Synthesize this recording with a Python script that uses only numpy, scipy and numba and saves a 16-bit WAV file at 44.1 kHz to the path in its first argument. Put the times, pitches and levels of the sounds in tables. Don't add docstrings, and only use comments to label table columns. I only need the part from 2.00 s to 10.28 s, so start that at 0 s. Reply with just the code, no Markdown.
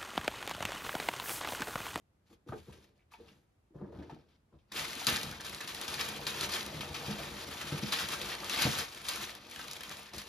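import sys
import numpy as np
from scipy import signal
from scipy.fft import rfft, irfft
from scipy.io import wavfile
from scipy.ndimage import uniform_filter1d
from numba import njit

SR = 44100
rng = np.random.default_rng(int(sys.argv[2]) if len(sys.argv) > 2 else 0)


def amp(db):
    return 10 ** (np.asarray(db, float) / 20)


def write(x):
    x = np.atleast_2d(x).T
    wavfile.write(sys.argv[1], SR, np.round(np.clip(x, -1, 1) * 32767).astype(np.int16))


N = 365148

# (time [s], peak [dB], ring pitch [Hz])
CARD_TICKS = [(0.485, -54, 3600), (0.524, -59, 2200), (0.5791, -55, 2720), (0.725, -52, 2870),
              (1.128, -60, 6400), (1.13, -66, 5100), (1.1373, -56, 2460), (1.281, -54.5, 2770),
              (1.9874, -55, 1540), (2.024, -55, 1810), (2.096, -50, 1760), (2.5875, -68.5, 3570)]
# (time [s], peak [dB], ring pitch [Hz])
FIRST_SNAPS = [(2.718, -42, 1850), (2.7616, -37, 3500), (2.9952, -36.5, 4230), (3.0445, -40, 4420),
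               (3.0678, -23.5, 3350), (3.165, -39, 1910), (3.312, -56, 2440), (3.324, -39, 1470),
               (3.329, -62, 5160), (3.3708, -61, 3800), (3.3994, -39.5, 1720), (3.446, -47, 4100),
               (3.528, -39.5, 2130), (3.6047, -34.5, 1780), (3.675, -35, 5270), (3.688, -36, 5360),
               (3.745, -40, 3850), (3.8133, -36, 3700), (3.88, -31, 3440), (3.9406, -41, 3700),
               (3.9967, -34.5, 2330), (4.01, -40, 2000), (4.0947, -42, 3870), (4.16, -37, 2900),
               (4.2673, -25, 4200), (4.3425, -38, 2640), (4.414, -31, 3350), (4.436, -33, 4370),
               (4.518, -31.5, 4440), (4.5377, -30, 4100), (4.6619, -59, 1810), (4.808, -32, 3100),
               (4.9436, -33, 2960)]
# (time [s], peak [dB], ring pitch [Hz])
SECOND_SNAPS = [(5.608, -36, 1960), (5.7197, -36, 2130), (5.8275, -39, 3600), (5.9224, -24, 4030),
                (5.937, -30, 3300), (5.989, -29, 4100), (6.0862, -36, 3960), (6.216, -31.5, 4450),
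                (6.317, -31.5, 1890), (6.4029, -55, 5150), (6.4436, -40.5, 4240), (6.4962, -28.5, 2660),
                (6.589, -24, 2210), (6.619, -24.5, 4750), (6.715, -35, 4960), (6.791, -27, 4080),
                (6.925, -50, 4420), (7.0674, -49, 4470), (7.085, -29, 3430), (7.211, -38, 5700),
                (7.2937, -41.5, 2900), (7.3503, -60, 4130), (7.5145, -41, 2350), (7.558, -46, 5000),
                (7.593, -38, 1550), (7.6406, -45, 2980), (7.71, -39, 5160), (7.806, -41.5, 1730),
                (7.834, -43, 2260), (7.893, -49, 4330), (7.912, -35.5, 3400), (8.134, -49, 2000),
                (8.1814, -35.5, 4600)]
# (time [s], peak [dB], ring pitch [Hz])
CARTON_KNOCKS = [(0.307, -54.5, 336), (0.464, -52, 355), (0.489, -40.5, 1230), (0.522, -32.5, 764),
                 (0.523, -36.5, 1240), (0.524, -39, 332), (0.538, -37.5, 430), (0.681, -47, 371),
                 (0.734, -58, 440), (0.993, -62, 2310), (1.006, -61.5, 2270), (1.137, -42, 2500),
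                 (1.12, -51.5, 1170), (1.138, -45.5, 910), (1.2, -48.5, 466), (1.706, -57.5, 320),
                 (1.746, -56, 470), (1.812, -38, 382), (1.814, -47, 884), (1.898, -47, 430),
                 (1.949, -55, 458), (1.989, -41, 291), (2.029, -46, 320), (2.096, -42, 903),
                 (2.118, -52, 1320), (2.024, -55, 1750), (2.129, -48.5, 310), (2.532, -56, 326)]
# (time [s], peak [dB], ring pitch [Hz])
BOX_KNOCKS = [(2.718, -59, 1120), (3.017, -39, 760), (3.072, -50, 1264), (4.414, -44, 386),
              (5.082, -43, 454), (5.125, -43, 900), (5.19, -43, 650), (5.718, -38, 1300), (5.825, -44, 397),
              (6.213, -40, 502), (6.433, -35, 1190), (6.648, -52.5, 310), (6.793, -43.5, 377),
              (7.21, -40, 1190), (7.912, -41, 1180), (8.134, -46, 1210)]
# (time [s], peak [dB], ring pitch [Hz])
BOOMS = [(0.49, -36.5, 118), (0.58, -49, 79), (0.682, -41.5, 132), (0.695, -47, 77), (1.252, -55, 85),
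         (1.98, -42, 78), (2.54, -53, 71), (1.75, -39, 149), (1.82, -34, 194), (1.958, -39.5, 152),
         (1.984, -38, 185), (2.12, -41, 154), (2.53, -51, 262), (2.759, -42, 205), (2.964, -38, 249),
         (3.072, -29, 210), (3.263, -35, 148), (3.294, -47, 163), (3.324, -44, 147), (3.87, -42, 169),
         (4.473, -48, 220), (4.658, -40, 157), (4.739, -39, 146), (4.765, -36, 148), (5.081, -35, 147),
         (5.105, -31, 203), (5.632, -42, 237), (5.721, -30, 205), (5.7204, -29.5, 155), (5.741, -29, 151),
         (5.828, -30, 205), (5.8415, -31, 205), (6.6498, -21, 205), (6.6589, -24, 140.5),
         (6.6722, -28, 139.4), (6.6726, -25, 205)]
# (pitch [Hz], level [dB per Hz])
PAPER_COLOUR = [(1250, -1.5), (1600, -5.5), (2500, -2.5), (4000, -1.5), (5500, -13), (7500, -1),
                (10000, -7), (13000, -10.5), (16000, -26)]
# (pitch [Hz], time to fade by 60 dB [s], level [dB])
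BOX_TONES = [(58, 0.094, -2), (86.5, 0.1, -4), (118, 0.062, -17), (148.3, 0.092, -1), (205, 0.2, -3),
             (237, 0.08, -4), (336, 0.014, -1)]
# (pitch [Hz], lead [radians])
PORT_LEAD = [(0, 0), (1980, .1), (2930, 1), (4820, .6), (5680, -.6), (6630, -1), (7700, -3), (8900, -3.2),
             (9900, -4.6), (11100, -6.2), (13500, -6.4), (14300, -9.3), (16000, -9.4)]
# (pitch [Hz], left minus right [dB])
PORT_BALANCE = [(60, 2), (110, 0.5), (380, 0), (700, 3), (2380, 0), (4400, 6.5), (8120, 0), (15000, 1)]
# (pitch [Hz], time to fade by 60 dB [s], level [dB])
SHELF_TAIL = [(98, 0.51, -11.5), (473, 0.16, -5), (2000, 0.23, -6.5), (5700, 0.13, -11), (13400, 0.05, -50)]
# (pitch [Hz], level [dB per Hz])
AIR_COLOUR = [(18, -32), (30, 12.5), (60, 4), (428, -16.5), (798, -21.5), (2360, -31.5), (7500, -46),
              (16500, -120)]
# (0 sum or 1 difference, low [Hz], high [Hz], edge
# flutter [Hz])
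SILENT_BANDS = [(0, 7700, 9250, 330), (1, 10900, 13200, 400), (0, 14100, 17500, 800),
                (1, 14300, 14100, 900)]
# (time [s], length [s])
WHOLE_MOMENTS = [(2.735, .05), (3.045, .008), (3.068, .008), (3.315, .045), (3.41, .04), (3.55, .05),
                 (3.606, .025), (3.815, .025), (4.25, .015), (4.412, .012), (6.714, .008), (6.935, .04),
                 (6.985, .012), (7.085, .018), (7.345, .022), (7.555, .03), (7.712, .008), (7.735, .012),
                 (7.845, .055), (7.905, .03), (8.15, .05)]
# (time [s], level above 6 kHz [dB])
STIFFNESS = [
    (0.5, 3),
    (1.3, -2.5),
    (1.36, 4),
    (1.6, 9),
    (1.9, -2.5),
    (2.8, -8.5),
    (6.0, -10),
    (8.28, -7),
]
# (start [s], hold [s], wall [dB], finger crackle [dB], release [dB per s])
GRIPS = [(0.304, 0.037, -60.5, -65, 704), (0.269, 0.02, -85, -70, 300), (0.477, 0.11, -53, -66, 398),
         (0.562, 0.29, -84, -66, 253), (0.679, 0.013, -55.5, -70, 71), (0.956, 0.047, -95, -80, 300),
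         (1.342, 0.03, -85, -81, 400), (2.33, 0.03, -83, -77, 300), (1.119, 0.015, -71, -61, 250),
         (1.185, 0.1, -62, -67.5, 107), (1.26, 0.062, -74, -69.5, 230), (1.752, 0.13, -50.5, -76.5, 148),
         (1.924, 0.11, -48.5, -67.5, 148), (2.08, 0.11, -61, -70.5, 115), (2.285, 0.041, -74, -72, 250),
         (2.53, 0.026, -61.5, -79, 400)]
# (time [s], crumpling effort [dB], weight on the box [dB])
RUMMAGE = [(2.705, -100, -100), (2.72, -47, -55.5), (3.04, -43, -57), (3.37, -52.5, -64.5),
           (3.95, -39.5, -49.5), (4.22, -55, -49.5), (4.665, -43.5, -47.5), (4.675, -48, -50),
           (5.2, -43.5, -49), (5.8, -41.5, -52.5), (6.3, -40.5, -49), (6.41, -49, -51.5), (6.9, -47, -60),
           (7.44, -55, -61), (7.55, -46.5, -57.5), (8.0, -48.5, -57), (8.11, -56, -67), (8.28, -64, -58.5)]
# (time [s], peak [dB], 20 dB rise [s], 20 dB fall [s])
TUGS = [(2.765, -34, 0.033, 0.37), (3.071, -26.5, 0.0035, 0.19), (3.17, -39, 0.03, 0.26),
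        (3.46, -39, 0.035, 0.16), (4.005, -33, 0.043, 0.23), (4.277, -47, 0.09, 0.18),
        (4.44, -36.5, 0.46, 0.084), (4.55, -35, 0.17, 0.26), (4.96, -45.5, 0.044, 0.92),
        (5.94, -29.5, 0.037, 0.031), (6.012, -34, 0.033, 0.036), (5.996, -33.5, 0.067, 0.054),
        (6.14, -33, 0.098, 0.046), (6.52, -52, 0.15, 0.2), (6.634, -26, 0.16, 0.13),
        (6.815, -33.5, 0.56, 0.07), (7.1, -33.5, 0.069, 0.18), (7.22, -35, 0.11, 0.14),
        (8.14, -47.5, 0.02, 0.89)]
# (time [s], peak [dB], 20 dB rise [s], 20 dB fall [s])
SHOVES = [(2.76, -52.5, 0.057, 0.51), (3.08, -47.5, 0.042, 0.89), (3.25, -57, 0.2, 0.082),
          (5.09, -46, 0.033, 0.15), (5.72, -51, 0.032, 0.34), (5.92, -56, 0.03, 0.64),
          (6.6, -48.5, 0.25, 0.09), (6.67, -31, 0.029, 0.016), (6.79, -43, 0.04, 0.083),
          (7.2, -52, 0.25, 0.32), (8.14, -51.5, 0.023, 0.11)]
# (time [s], peak [dB], level of the duller body [dB])
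FIRST_CLICKS = [(2.7202, -33, -48), (2.7613, -37, -39), (2.7948, -52, -31), (2.8655, -48, -42),
                (2.907, -40, -41), (2.9304, -36, -36), (2.9528, -32, -47), (3.0107, -45, -43),
                (3.0157, -43, -48), (3.045, -29, -41), (3.0686, -14, -32), (3.1015, -28, -42),
                (3.161, -34, -30), (3.167, -22.5, -33), (3.213, -29, -37), (3.2314, -24.5, -37),
                (3.313, -34, -42), (3.408, -35, -41), (3.414, -38, -49), (3.4486, -33, -47),
                (3.4663, -34, -55), (3.4957, -31.5, -47), (3.547, -30.5, -45), (3.6098, -43, -50),
                (3.61, -31, -50), (3.676, -32, -45), (3.747, -28.5, -41), (3.7894, -46, -53),
                (3.8132, -25, -51), (3.8796, -31, -43), (3.9417, -29, -38), (3.995, -36, -34),
                (4.0107, -25, -29), (4.0883, -27, -50), (4.1177, -43, -41), (4.163, -37, -44),
                (4.253, -39, -49), (4.2677, -43, -34.5), (4.373, -37, -42), (4.41, -22, -33.5),
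                (4.435, -28, -47), (4.4948, -34, -47), (4.5178, -37, -45), (4.5228, -33, -43),
                (4.5367, -28, -34), (4.6087, -33, -37), (4.629, -30, -44), (4.663, -29, -43),
                (4.8075, -35, -41), (4.9448, -48, -39), (4.95, -40, -40), (5.11, -37, -40.5)]
# (time [s], peak [dB], level of the duller body [dB])
SECOND_CLICKS = [(5.6145, -30.5, -42), (5.8347, -49, -34.5), (5.926, -35, -30), (5.987, -37, -29.5),
                 (6.0837, -39.5, -47), (6.087, -24, -44), (6.2147, -30, -32.5), (6.3096, -32, -48),
                 (6.351, -35, -37), (6.384, -43, -42), (6.403, -41, -38), (6.4245, -44, -50),
                 (6.4444, -31, -37.5), (6.496, -25, -44), (6.553, -43, -31), (6.561, -46, -33),
                 (6.5893, -35, -31), (6.621, -18, -34), (6.7143, -26, -47), (6.7303, -28, -42),
                 (6.7863, -21, -45), (6.9253, -50, -55), (6.9328, -46, -55), (6.947, -34, -43.5),
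                 (6.983, -39, -49), (7.0154, -39, -45), (7.0401, -50, -57), (7.053, -41, -46),
                 (7.066, -36, -40), (7.0857, -22, -50), (7.0897, -20.5, -46), (7.135, -33, -42),
                 (7.159, -27, -36), (7.212, -42, -46), (7.2162, -39, -49), (7.294, -44, -41),
                 (7.3512, -35, -48), (7.4496, -59, -59), (7.498, -42, -57), (7.512, -35, -57),
                 (7.5607, -36, -37), (7.5917, -46, -46), (7.614, -41, -39.5), (7.6407, -48, -47),
                 (7.682, -36, -42), (7.7126, -28, -46), (7.733, -31, -52), (7.766, -37, -42.5),
                 (7.808, -32, -48), (7.834, -31, -39), (7.8938, -32.5, -48), (7.9697, -37, -50),
                 (8.031, -41, -50), (8.066, -46, -46), (8.1346, -45, -47), (8.1352, -39, -46),
                 (8.164, -36, -48), (8.182, -30, -57), (8.217, -35, -41)]

AIR_DB = -67.5
GRIP_ATTACK_DB_S = 1400
CARD_FLAP_SLOPE = 0.96
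CARD_FLAP_DB, SHEET_FLAP_DB, TUG_FLAP_DB = -7.5, 2.5, -24
CARD_RUMBLE_DB, WEIGHT_RUMBLE_DB, SHOVE_RUMBLE_DB = 1.5, 2.5, 4.5
FAR_EDGES_DB, CRACK_DB, TICK_DB = -6.5, 1, -11
SNAP_RISE_S = 0.0007
POP_SHARE, POP_LOST_PER_DB, POP_SCATTER_DB, POP_FALL_S = 0.06, 0.006, 12.0, 0.0015
CLICK_RISE_S, CLICK_FALL_S, CLICK_DB = 0.0002, 0.0011, -7


def unit(x):
    return x / np.sqrt(np.mean(x ** 2))


def on_log(table, hz, column=1):
    rows = np.array(table, float)
    return np.interp(np.log(hz + 1), np.log(rows[:, 0] + 1), rows[:, column])


def in_time(table):
    seconds, *columns = np.array(table, float).T
    return [np.interp(np.arange(N) / SR, seconds, column) for column in columns]


def band(x, low_hz, high_hz):
    return signal.sosfilt(signal.butter(3, [low_hz, high_hz], "bandpass", fs=SR, output="sos"), x)


def part(x, low_hz, high_hz):
    octave = np.log2(np.fft.rfftfreq(N, 1 / SR) + 1)

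    def below(hz):
        return np.clip((np.log2(hz) - octave) / 0.3 + 0.5, 0, 1)

    return irfft(rfft(x) * (below(high_hz) - below(low_hz)), N)


@njit
def rings(start, hz, t60, size):
    out = np.zeros(N)
    for k in range(len(start)):
        turn = np.exp(2j * np.pi * hz[k] / SR - np.log(1000) / (t60[k] * SR))
        z = size[k] + 0j
        for i in range(start[k], min(N, start[k] + int(t60[k] * SR) + 2)):
            out[i] += z.imag
            z *= turn
    return out


def grains(count, low_hz, high_hz, cycles, scatter_db, colour=None):
    when, pitch, big, sign, length = rng.random((count, 5)).T
    hz = low_hz * (high_hz / low_hz) ** pitch
    turns = cycles * 2 ** (3 * length - 1.5)
    size_db = np.minimum(-scatter_db * np.log(1 - big), 14)
    size = amp(size_db) * np.sign(sign - 0.5) * hz / np.sqrt(turns)
    if colour is not None:
        size = size * amp(on_log(colour, hz))
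    return unit(rings((when * N).astype(np.int64), hz, turns / hz, size))


def bursts(events, rise_s, fall_s):
    power = np.zeros(N)
    np.add.at(power, (events[:, 0] * SR).astype(int), amp(2 * events[:, 1]))
    t = np.arange(SR // 4) / SR
    shape = np.exp(-t / fall_s) - np.exp(-t / min(rise_s, fall_s / 2))
    return np.maximum(signal.fftconvolve(power, shape / shape.max())[:N], 0)


def struck(events, t60, gain_db):
    start = (events[:, 0] * SR).astype(np.int64)
    return rings(start, 1.0 * events[:, 2], t60, amp(events[:, 1] + gain_db))


def shower(events, count, spread_s, octaves, cycles, gain_db):
    late, pitch, big = rng.random((3, len(events), count))
    late_s = -spread_s * np.log(1 - late)
    hz = np.clip(events[:, 2:3] * 2 ** (octaves * (2 * pitch - 1)), 50, 0.4 * SR)
    size = amp(events[:, 1:2] + gain_db) * (2 * big - 1)
    start = ((events[:, :1] + late_s) * SR).astype(np.int64)
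    return rings(start.ravel(), hz.ravel(), cycles / hz.ravel(), size.ravel())


def blurred(x):
    tones = np.abs(rfft(x))
    return irfft(tones * np.exp(2j * np.pi * rng.random(len(tones))), N)


def power_db(*levels):
    return 10 * np.log10(sum(amp(2 * db) for db in levels))


def swells(rows, t):
    levels = []
    for peak_s, db, rise, fall in rows:
        away = np.maximum((peak_s - t) / abs(rise), (t - peak_s) / abs(fall))
        levels.append(db - 20 * np.clip(away, 0, 5))
    return power_db(*levels)


def air():
    hz = np.fft.rfftfreq(N, 1 / SR)
    mid, side = rfft(rng.standard_normal((2, N))) * amp(on_log(AIR_COLOUR, hz))
    apart = np.minimum(hz / 700, 1)
    return amp(AIR_DB) * unit(irfft(mid + apart * side * np.array([[1], [-1]]), N))


def hands():
    t = np.arange(0, N, 32) / SR
    walls, fingers = [], []
    for start, hold, wall_db, finger_db, release in GRIPS:
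        off_db = np.maximum((start - t) * GRIP_ATTACK_DB_S, (t - start - hold) * release)
        shape = -np.clip(off_db, 0, 100)
        walls.append(wall_db + shape)
        fingers.append(finger_db + shape)
    card = power_db(*walls)
    effort, weight = np.array(in_time(RUMMAGE))[:, ::32]
    tug, shove = swells(TUGS, t), swells(SHOVES, t)
    push = power_db(weight, shove)

    crackle = power_db(power_db(*fingers), effort, tug)
    card_flap = CARD_FLAP_SLOPE * (card + 45) - 45 + CARD_FLAP_DB
    flap = power_db(card_flap, push + SHEET_FLAP_DB, tug + TUG_FLAP_DB)
    wall = power_db(card, push)
    rumble = power_db(card + CARD_RUMBLE_DB, weight + WEIGHT_RUMBLE_DB, shove + SHOVE_RUMBLE_DB)
    return in_time(np.transpose([t, crackle, flap, wall, rumble]))


def panels(flap_db, wall_db):
    knocks = np.concatenate([CARTON_KNOCKS, BOX_KNOCKS])
    rattle = shower(knocks, count=14, spread_s=0.007, octaves=0.36, cycles=17.0, gain_db=-5.5)
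    flaps = grains(count=7000, low_hz=533, high_hz=1750, cycles=9.2, scatter_db=3.0,
                   colour=[(600, -1), (1000, -3), (1700, -12.5)])
    walls = grains(count=4000, low_hz=290, high_hz=606, cycles=13.3, scatter_db=3.5,
                   colour=[(270, -2.0), (650, -7.5)])
    blows = band(struck(knocks, 46.0 / knocks[:, 2], -1.4) + rattle, 118, 3400)
    flapping = amp(flap_db - 5.0) * band(flaps, 420, 2170)
    return flapping + amp(wall_db - 5.0) * band(walls, 161, 760) + blows


def crease_texture():
    creases = paper_creases()
    when, pitch, big = rng.random((3, 2200))
    small = np.transpose([when * N / SR, 1.4 * big + 14.0 * pitch, 1200 * 8 ** pitch])
    patches = unit(shower(small, count=12, spread_s=0.007, octaves=0.24, cycles=55.0, gain_db=0))
    return (creases + blurred(creases)) / np.sqrt(2) + amp(-5.5) * patches


def paper_creases():
    return grains(count=60000, low_hz=1013, high_hz=16950, cycles=12.5, scatter_db=0.5, colour=PAPER_COLOUR)


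def stick_and_slip(crackle_db):
    when, big = rng.random((2, 400))
    pops = bursts(np.transpose([when * N / SR, POP_SCATTER_DB * big ** 2]), SNAP_RISE_S, POP_FALL_S)
    share = np.clip(POP_SHARE - POP_LOST_PER_DB * (crackle_db + 45), 0, 0.2)
    steps = np.repeat(rng.standard_normal(N // 900 + 1), 900)[:N]
    slips = uniform_filter1d(steps, size=200)
    return (1 - share + share * pops / pops.mean()) * amp(3.5 * slips - 1.5)


def paper(crackle_db):
    snaps = np.concatenate([CARD_TICKS, FIRST_SNAPS, SECOND_SNAPS])
    texture, far_edge = crease_texture(), paper_creases()
    crumpling = stick_and_slip(crackle_db) * amp(2 * crackle_db - 4.0)
    stiff = amp(in_time(STIFFNESS)[0] + 0.46 * np.clip(crackle_db + 57.5, -12, 12))
    sheet, edges = 0, 0
    for low, high in [(100, 2200), (2200, 3600), (3600, 6000), (6000, 30000)]:
        octaves_off = np.abs(np.log2(snaps[:, 2] / np.sqrt(max(low, 1200) * min(high, 7000))))
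        shaken = bursts(np.transpose([snaps[:, 0], snaps[:, 1] - 3.2 * octaves_off]), SNAP_RISE_S, 0.016)
        drive = np.sqrt(crumpling + amp(-11.5) * shaken)
        if low > 5000:
            drive = drive * stiff
        sheet = sheet + drive * part(texture, low, high)
        edges = edges + drive * part(np.array([far_edge, far_edge[::-1]]), low, high)

    crack = struck(snaps, 1.8 / snaps[:, 2], CRACK_DB)
    ring = struck(snaps, 120.0 / snaps[:, 2], -6.5)
    tick = struck(snaps * [1, 1, 0] + [0, 0, 10500], np.full(len(snaps), 0.00056), TICK_DB)
    neighbours = shower(snaps, count=24, spread_s=0.0089, octaves=0.18, cycles=28.0, gain_db=-17.0)
    return sheet + tick + crack + ring + neighbours, amp(FAR_EDGES_DB) * edges


def box(rumble_db):
    booms = np.array(BOOMS)
    when, big = rng.random((2500, 2)).T
    shoves = np.sign(big - 0.5) * amp(-2.5 * np.log(1 - np.abs(2 * big - 1) + 1e-9))
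    start = (when * N).astype(np.int64)
    hollow = 0
    for hz, t60, db in BOX_TONES:
        hollow = hollow + rings(start, hz + 0 * big, t60 + 0 * big, amp(db) * shoves)
    hollow = unit(hollow)
    rumble = amp(rumble_db - 3) * hollow
    stirred = np.sqrt(amp(-13.0) * bursts(booms, 0.0011, 0.011)) * np.roll(band(hollow, 108, 760), SR)
    boom = uniform_filter1d(struck(booms, 22.0 / booms[:, 2], -1.2), size=110)
    return rumble + stirred + band(boom, 50, 1500)


def clicks():
    rows = np.concatenate([FIRST_CLICKS, SECOND_CLICKS])
    bright = unit(band(rng.standard_normal(N), 3200, 11000))
    dull = unit(band(rng.standard_normal(N), 1500, 5200))
    spit = bright * np.sqrt(bursts(rows[:, :2], CLICK_RISE_S, CLICK_FALL_S))
    body = dull * np.sqrt(bursts(rows[:, ::2], CLICK_RISE_S, 1.26 * CLICK_FALL_S))
    return amp(CLICK_DB) * spit + body


def shelves(x, alike_hz=450, delay_s=0.00018):
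    t, tail = np.arange(SR // 2) / SR, 0
    for hz in 60 * 2.0 ** np.arange(9):
        edges_hz = [hz / 2 ** 0.5, min(hz * 2 ** 0.5, 0.49 * SR)]
        octave = signal.butter(2, edges_hz, "bandpass", fs=SR, output="sos")
        mid, side = signal.sosfilt(octave, rng.standard_normal((2, len(t))))
        apart = min(hz / alike_hz, 1)
        t60 = on_log(SHELF_TAIL, hz)
        fade = amp(-60 * t / t60 + on_log(SHELF_TAIL, hz, column=2))
        fade = fade * np.sqrt(np.log(1e6) / t60 / SR) * (1 - np.exp(-t / delay_s))
        tail = tail + fade * (mid + apart * side * np.array([[1], [-1]])) / np.sqrt(1 + apart ** 2)
    return signal.fftconvolve(x[None], tail, axes=1)[:, :N]


def ports(x):
    hz = np.fft.rfftfreq(N, 1 / SR)
    half = amp(on_log(PORT_BALANCE, hz) / 2) * np.exp(0.5j * on_log(PORT_LEAD, hz))
    return irfft(rfft(x) * np.array([half, 1 / half]), N)


def scene():
    crackle_db, flap_db, wall_db, rumble_db = hands()
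    sheet, edges = paper(crackle_db)
    near = panels(flap_db, wall_db) + sheet + box(rumble_db) + clicks()
    turn = np.pi * np.arange(N) / SR / 0.9
    echoes = sum(shelves(near * np.cos(turn + np.pi * k / 3) ** 2) for k in range(3))
    return amp(-0.97) * ports(near) + edges + echoes + air()


def thin_out(x):
    hz, _, z = signal.stft(np.array([x[0] + x[1], x[0] - x[1]]) / 2, SR, nperseg=1024)
    t, whole = np.arange(z.shape[2]) * 512 / SR, np.array(WHOLE_MOMENTS)
    thinned = ~(np.abs(t[:, None] - whole[:, 0]) < whole[:, 1] / 2 + 0.002).any(axis=1)
    for channel, low, high, flutter in SILENT_BANDS:
        jumps = rng.choice([-1, 1], (2, len(t) // 4 + 1))
        edge = flutter * np.repeat(jumps, 4, axis=1)[:, :len(t)]
        inside = (hz[:, None] > low + edge[0] / 2) & (hz[:, None] < high + edge[1])
        z[channel][inside & thinned] = 0
    mid, side = signal.istft(z, SR, nperseg=1024)[1][:, :N]
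    return np.array([mid + side, mid - side])


def roll_off(x):
    return signal.sosfilt(signal.butter(12, 15710, fs=SR, output="sos"), x)


def record(dry):
    hiss = amp(-86.5) * band(band(rng.standard_normal((2, N)), 200, 13500), 100, 13500)
    no_deep_bass = signal.sosfilt(signal.butter(4, 62, "highpass", fs=SR, output="sos"), dry)
    return roll_off(thin_out(no_deep_bass) + hiss)


dry = scene()
out = record(dry)
write(out)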